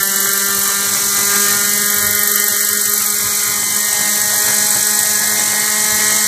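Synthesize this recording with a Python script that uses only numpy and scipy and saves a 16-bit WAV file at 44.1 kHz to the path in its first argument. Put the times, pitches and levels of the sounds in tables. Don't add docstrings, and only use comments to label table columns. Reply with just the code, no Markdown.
import sys
import numpy as np
from scipy import signal
from scipy.fft import rfft, irfft, next_fast_len
from scipy.io import wavfile
from scipy.ndimage import uniform_filter1d, map_coordinates

SR = 44100
rng = np.random.default_rng(int(sys.argv[2]) if len(sys.argv) > 2 else 0)


def persist_wave(psi):
    counts = np.round(np.clip(psi, -1, 1) * 32767).astype(np.int16)
    wavfile.write(sys.argv[1], SR, np.atleast_2d(counts).T)


def magnitude_from_level(level_db):
    exponent = np.asarray(level_db, float) / 20
    return 10 ** exponent


N = 276507
TOP_HZ = 14530

# (time [s], speed [Hz])
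CRANK_SPEED = [(0.0, 196.33), (0.2, 196.64), (0.4, 198.17), (0.6, 198.51), (1.0, 200.2), (1.4, 202.15),
               (1.8, 204.84), (2.2, 205.42), (2.5, 205.58), (3.0, 206.63), (3.4, 205.5), (3.8, 206.66),
               (4.4, 208.89), (4.8, 209.15), (5.3, 210.33), (5.6, 210.61), (5.9, 211.87), (6.27, 211.94)]
# (time [s], engine loudness [dB], lag of the ground echo [ms], raggedness of the firing [dB])
HOVER_PATH = [(0, -.5, .6, -0.5), (.8, 0, 0.78, 1), (1.1, -1.5, 0.8, 1.5), (1.4, 3.5, 0.77, 2),
              (1.7, 1, 0.67, 0.5), (2, 0, 0.58, -2), (2.4, -1, 0.61, -4.5), (2.8, -2, 0.65, -3),
              (3.1, -3.5, 0.795, -4), (3.4, -1.5, 0.86, 0.5), (3.7, -3.5, 1, -1), (4, .5, 1.046, 2),
              (4.4, 0, 1.17, 4), (4.8, 0, 1.2, 1.5), (5.2, -1, 1.13, 3.5), (5.6, 0, 1.07, 4.5),
              (6, 2, 1.03, 1.5), (6.27, 1, 1.03, 4.5)]
# (time [s], downwash [dB], tilt of the disc to the camera [dB], bite of the blade edges [dB])
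ROTOR_STATE = [(0, -1, 8, -3), (.3, 0, 7, -1), (.6, -0.11, 2, -9.5), (.9, -1.7, -8.5, -11),
               (1.2, 1, -2.5, -10), (1.5, 1, 1.5, -1.5), (1.8, 0, 4, 0.5), (2.1, -0.1, 8.5, 0.5),
               (2.4, 0.5, 9, 0.5), (2.7, .5, 4.5, 2.5), (3, 0.35, 4.5, 4.5), (3.3, -1, -6, -3.5),
               (3.7, -2, -6, 0), (4.2, -0.2, -1, -0.5), (4.5, .5, -3, 4), (5.1, 0, -3.5, 2),
               (5.7, -2, -8.5, 0.5), (6.27, 0, -6, 0.5)]


def unit(x):
    return x / np.sqrt(np.mean(np.abs(x) ** 2) + 1e-20)


def curves(rows):
    seconds, *columns = np.transpose(rows)
    return [np.interp(np.arange(N) / SR, seconds, column) for column in columns]


def wobble(rate):
    knots = rng.standard_normal(int(N * rate / SR) + 4)
    return map_coordinates(knots, [np.arange(N) * rate / SR])


def swells(seconds, sizes, lengths):
    t = np.arange(0, N + 64, 64)
    s, size, length = (np.reshape(v, (-1, 1)) for v in (seconds, sizes, lengths))
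    bells = size * np.exp(-((t / SR - s) / length) ** 2)
    return np.interp(np.arange(N), t, np.sum(bells, axis=0))


def coloured(x, points, lo_hz=0, hi_hz=SR):
    size = next_fast_len(N + 8192)
    hz = np.fft.rfftfreq(size, 1 / SR)
    f, db = np.transpose(points)
    gain = magnitude_from_level(np.interp(np.log(hz + 1), np.log(f + 1), db))
    gain = gain * (hz >= lo_hz) * (hz < hi_hz)
    return irfft(rfft(x, size) * gain, size)[:N]


def patchy(patchy_db):
    z = signal.stft(rng.standard_normal(N), nperseg=512)[2]
    field = uniform_filter1d(rng.standard_normal(z.shape), size=6, axis=0)
    field = uniform_filter1d(field, size=12, axis=1)
    return signal.istft(z * magnitude_from_level(patchy_db * unit(field)), nperseg=512)[1][:N]


def exhaust(crank):
    # (order, level [dB])
    order_levels = [(1, 0), (2, 0), (3, -4.5), (4, -6), (5, -6.5), (6, -4.5), (7, -4.5), (8, -7.5), (9, -5),
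                    (10, -5.5), (11, -15), (12, -21), (13, -26.5), (14, -22), (15, -14), (16, -18.5),
                    (17, -18.5), (18, -19.5), (19, -16.5), (20, -11.5), (21, -14.5), (22, -18.5)]
    muffler_levels = [-37, -34, -34.5, -31, -26.5]
    shaken = crank + 0.006 * wobble(60)
    out = np.zeros(N)
    for order, (number, db) in enumerate(order_levels, 1):
        flutter_db = min(1.3 + .2 * number, 2.1) * (.45 * wobble(5) + wobble(16))
        drift = 2 * np.pi * rng.random() + 0.043 * number * wobble(9)
        group_db = muffler_levels[np.searchsorted([1, 2, 5, 7], order)]
        tone = np.sin(2 * np.pi * order * shaken + drift)
        out += np.sqrt(2) * magnitude_from_level(group_db + db + flutter_db) * tone
    return magnitude_from_level(curves(HOVER_PATH)[0]) * out


def odd_firings(crank):
    # (frequency [Hz], level [dB])
    pop_colour = [(25, -40), (60, -24), (110, -2), (300, -6), (510, -2.5), (720, -3), (1100, -4), (1750, 1),
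                  (2150, 2), (2400, -7), (2700, -23.5), (3000, -7), (4000, -8), (6000, -32.5)]
    # (level [dB], growth with raggedness [dB/dB], growth in a stumble [dB/dB])
    band_laws = [
        (-52, .4, 1.05),
        (-51.5, 1.1, .55),
        (-47.5, .45, .3),
    ]
    # (time [s], strength [dB])
    stumbles = [(.68, 5), (.98, 8.5), (1.191, 8.5), (1.36, 5.5), (1.55, 7.5), (1.849, 7.5), (2.04, 10.5),
                (2.36, 3), (2.55, 6), (2.85, 5.5), (3.25, 6), (3.49, 7.5), (3.65, 6.5), (3.75, 4),
                (4.0, 3.5), (4.36, 7.5), (4.52, 7.5), (4.769, 10.5), (5.07, 2), (5.22, 6.5), (5.38, 4.5),
                (5.601, 5.5), (5.72, 6), (5.869, 3), (5.99, 9), (6.12, 8)]
    stumble_s = .035
    edges_hz = [0, 440, 1000, SR]
    fired = np.diff(np.floor(crank), prepend=0) > 0
    pops = unit(fired * rng.standard_normal(N)) + 0.99 * patchy(patchy_db=4.0)
    ragged_db = curves(HOVER_PATH)[2]
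    stumble_db = swells(*np.transpose(stumbles), stumble_s)
    out = np.zeros(N)
    for (db, with_ragged, with_stumble), lo, hi in zip(band_laws, edges_hz, edges_hz[1:]):
        level_db = db + 23.5 + with_ragged * ragged_db + with_stumble * stumble_db + 1.1 * wobble(12)
        out += coloured(magnitude_from_level(level_db) * pops, pop_colour, lo, hi)
    return out


def over_field(x):
    echo_share, echo_hz = .41, 3970
    lag = curves(HOVER_PATH)[1] * SR / 1000
    late = map_coordinates(x, [np.arange(N) - lag])
    return x + echo_share * coloured(late, [(echo_hz / 2, 0), (echo_hz * 2, -12)])


def whistle(rotor, edge, level_db):
    tip_mach = .3
    rated_hz = 206
    pitch_with_speed = .6
    top_hz, top_turn, early, width, late_db, band_hz = edge
    u = (rotor - top_turn + .5) % 1 - .5
    doppler = (1 - tip_mach) / (1 - tip_mach * np.cos(2 * np.pi * u))
    hz = top_hz * (curves(CRANK_SPEED)[0] / rated_hz) ** pitch_with_speed * doppler
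    coming = np.exp(-.5 * ((u - early) / width) ** 2)
    going = magnitude_from_level(late_db) * np.exp(-.5 * ((u + early) / (1.5 * width)) ** 2)
    unsteady = unit(3.2 * (120 / band_hz) ** .6 + wobble(band_hz) + 1j * wobble(band_hz))
    tone = np.real(unsteady * np.exp(2j * np.pi * np.cumsum(hz) / SR))
    each_pass_db = .6 * wobble(24)
    beam = (0.048 / width) ** .6
    return np.sqrt(2) * magnitude_from_level(level_db + each_pass_db) * (coming + going) * tone * beam


def blade_whistles(rotor):
    # (top pitch [Hz], rotor angle at the top [turns], loudest against the top [turns],
    # lobe width [turns], late lobe [dB], bandwidth [Hz])
    edges = [
        (13980, .805, -0.084, .028, -14.5, 120),
        (8362, .8, -0.074, 0.036, -8, 400),
        (10720, 0.37, -0.085, 0.078, -9.5, 730),
        (7865, .31, -0.074, 0.11, -22, 900),
    ]
    # (level [dB], growth with tilt [dB/dB], growth with bite [dB/dB])
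    edge_laws = [(-20, 1.1, .01), (-16, .01, 1.01), (-27, -0.7, 0.82), (-26, .7, .3)]
    _, tilt_db, bite_db = curves(ROTOR_STATE)
    return sum(whistle(rotor, edge, db + with_tilt * tilt_db + with_bite * bite_db)
               for edge, (db, with_tilt, with_bite) in zip(edges, edge_laws))


def hiss(crank, rotor):
    # (frequency [Hz], level per Hz [dB])
    air_colour = [(1500, -26), (2750, -30), (3500, -18), (4050, -6.5), (4930, -11), (5980, -2.5),
                  (7000, -4), (8000, -2), (8900, -6.5), (9600, -5.5), (11500, -6.5), (13500, -4.5),
                  (14400, -4)]
    split_hz = 9300
    wash_db, tilt_db, _ = curves(ROTOR_STATE)
    lower_db = -17.5 + wash_db + 0.35 * curves(HOVER_PATH)[0] - 0.24 * tilt_db
    upper_db = -21 + wash_db
    puff = np.cos(2 * np.pi * crank)
    swish = np.cos(4 * np.pi * (rotor - .8))
    lower = unit(coloured(patchy(patchy_db=0.5), air_colour, hi_hz=split_hz))
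    upper = unit(coloured(patchy(patchy_db=1.0), air_colour, lo_hz=split_hz, hi_hz=TOP_HZ))
    lower *= magnitude_from_level(lower_db + 0.85 * puff + 0.72 * swish + 0.27 * wobble(9))
    upper *= magnitude_from_level(upper_db + 0.53 * puff + 2.17 * swish + 0.45 * wobble(9))
    return lower + upper


def tail_rotor(crank):
    # (multiple of crank speed, level [dB])
    tail_tones = [(.5, -52), (1.5, -51.5)]
    out = np.zeros(N)
    for multiple, db in tail_tones:
        phase = 2 * np.pi * multiple * crank + .8 * wobble(5.4)
        out += np.sqrt(2) * magnitude_from_level(db + 4.4 * wobble(11)) * np.sin(phase)
    return out


def breeze():
    # (time [s], peak level [dB], length [s])
    gusts = [(.17, -55, .05), (0.577, -44, 0.077), (.74, -57, .04), (1.15, -41.5, 0.14),
             (1.552, -51.5, 0.14), (1.974, -37.5, .13), (2.52, -48.5, .05), (2.72, -48, 0.058),
             (2.872, -46, .04), (3.27, -39.5, 0.053), (3.552, -46.5, .08), (3.77, -46.5, .05),
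             (3.93, -43, .07), (4.304, -41, 0.052), (4.5, -48, .07), (4.833, -44, 0.11),
             (5.051, -42.5, .06), (5.294, -38, 0.046), (5.548, -40.5, 0.052), (5.71, -52.5, 0.048),
             (5.945, -37, 0.054), (6.12, -38, 0.043)]
    # (frequency [Hz], level per Hz [dB])
    rumble_colour = [(20, -22), (45, -12.5), (80, -0.5), (130, -4), (200, -26)]
    calm_db = -67.5
    s, db, length = np.transpose(gusts)
    strength = magnitude_from_level(calm_db) + swells(s, magnitude_from_level(db), length)
    rumble = unit(coloured(rng.standard_normal(N), rumble_colour))
    return strength * magnitude_from_level(3.6 * wobble(18)) * rumble


def scene():
    gear = 8.52
    crank = np.cumsum(curves(CRANK_SPEED)[0]) / SR
    rotor = crank / gear
    engine = over_field(exhaust(crank) + odd_firings(crank))
    one = engine + blade_whistles(rotor) + hiss(crank, rotor) + tail_rotor(crank) + breeze()
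    return np.array([one, one])


def camera_rounding(x, hop=1024, lead=1728, rate=48000):
    # (frequency [Hz], step [dB])
    step_sizes = [(50, -12), (300, -12), (750, -13.5), (1500, -12), (2700, -11), (3500, -13.5), (5000, -14),
                  (9000, -15), (14000, -15)]
    fast = signal.resample_poly(x, 160, 147)
    n, k = np.arange(2 * hop)[:, None] + .5, np.arange(int(2 * hop * TOP_HZ / rate)) + .5
    window = np.sin(np.pi * n / (2 * hop))
    basis = np.sqrt(2 / hop) * window * np.cos(np.pi / hop * (n + hop / 2) * k)
    blocks = np.pad(fast, (lead, 2 * hop - (len(fast) + lead) % hop)).reshape(-1, hop)
    terms = np.hstack([blocks[:-1], blocks[1:]]) @ basis

    band = np.searchsorted(np.r_[4:40:4, 40:96:8, 96:144:12, 144:len(k):24], k)
    f, db = np.transpose(step_sizes)
    s, _, tilt_db, _ = np.transpose(ROTOR_STATE)
    block_s = (np.arange(len(terms)) * hop + hop - lead) / rate
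    busy_db = np.interp(block_s, s, tilt_db) - 1
    chance_db = rng.standard_normal((len(terms), band.max() + 1))[:, band]
    chance_db = chance_db + .8 * rng.standard_normal((len(terms), 1))
    usual_db = np.interp(np.log(k * rate / 2 / hop), np.log(f), db)
    step = magnitude_from_level(usual_db + .36 * busy_db[:, None] + 1.2 * chance_db)

    count = np.floor((np.abs(terms) / step) ** .75 + .4054)
    frames = (step * np.sign(terms) * count ** (4 / 3)) @ basis.T
    joined = (frames[1:, :hop] + frames[:-1, hop:]).ravel()[lead - hop:]
    return signal.resample_poly(joined, 147, 160)[:N]


def roll_off(x):
    return signal.sosfilt(signal.butter(12, 15450, fs=SR, output="sos"), x)


def record(dry):
    soft = dry[0] / (1 + np.abs(dry[0] / .86) ** 6) ** (1 / 6)
    rounded = camera_rounding(soft)
    return roll_off(np.array([rounded, rounded]))


dry = scene()
out = record(dry)
persist_wave(out)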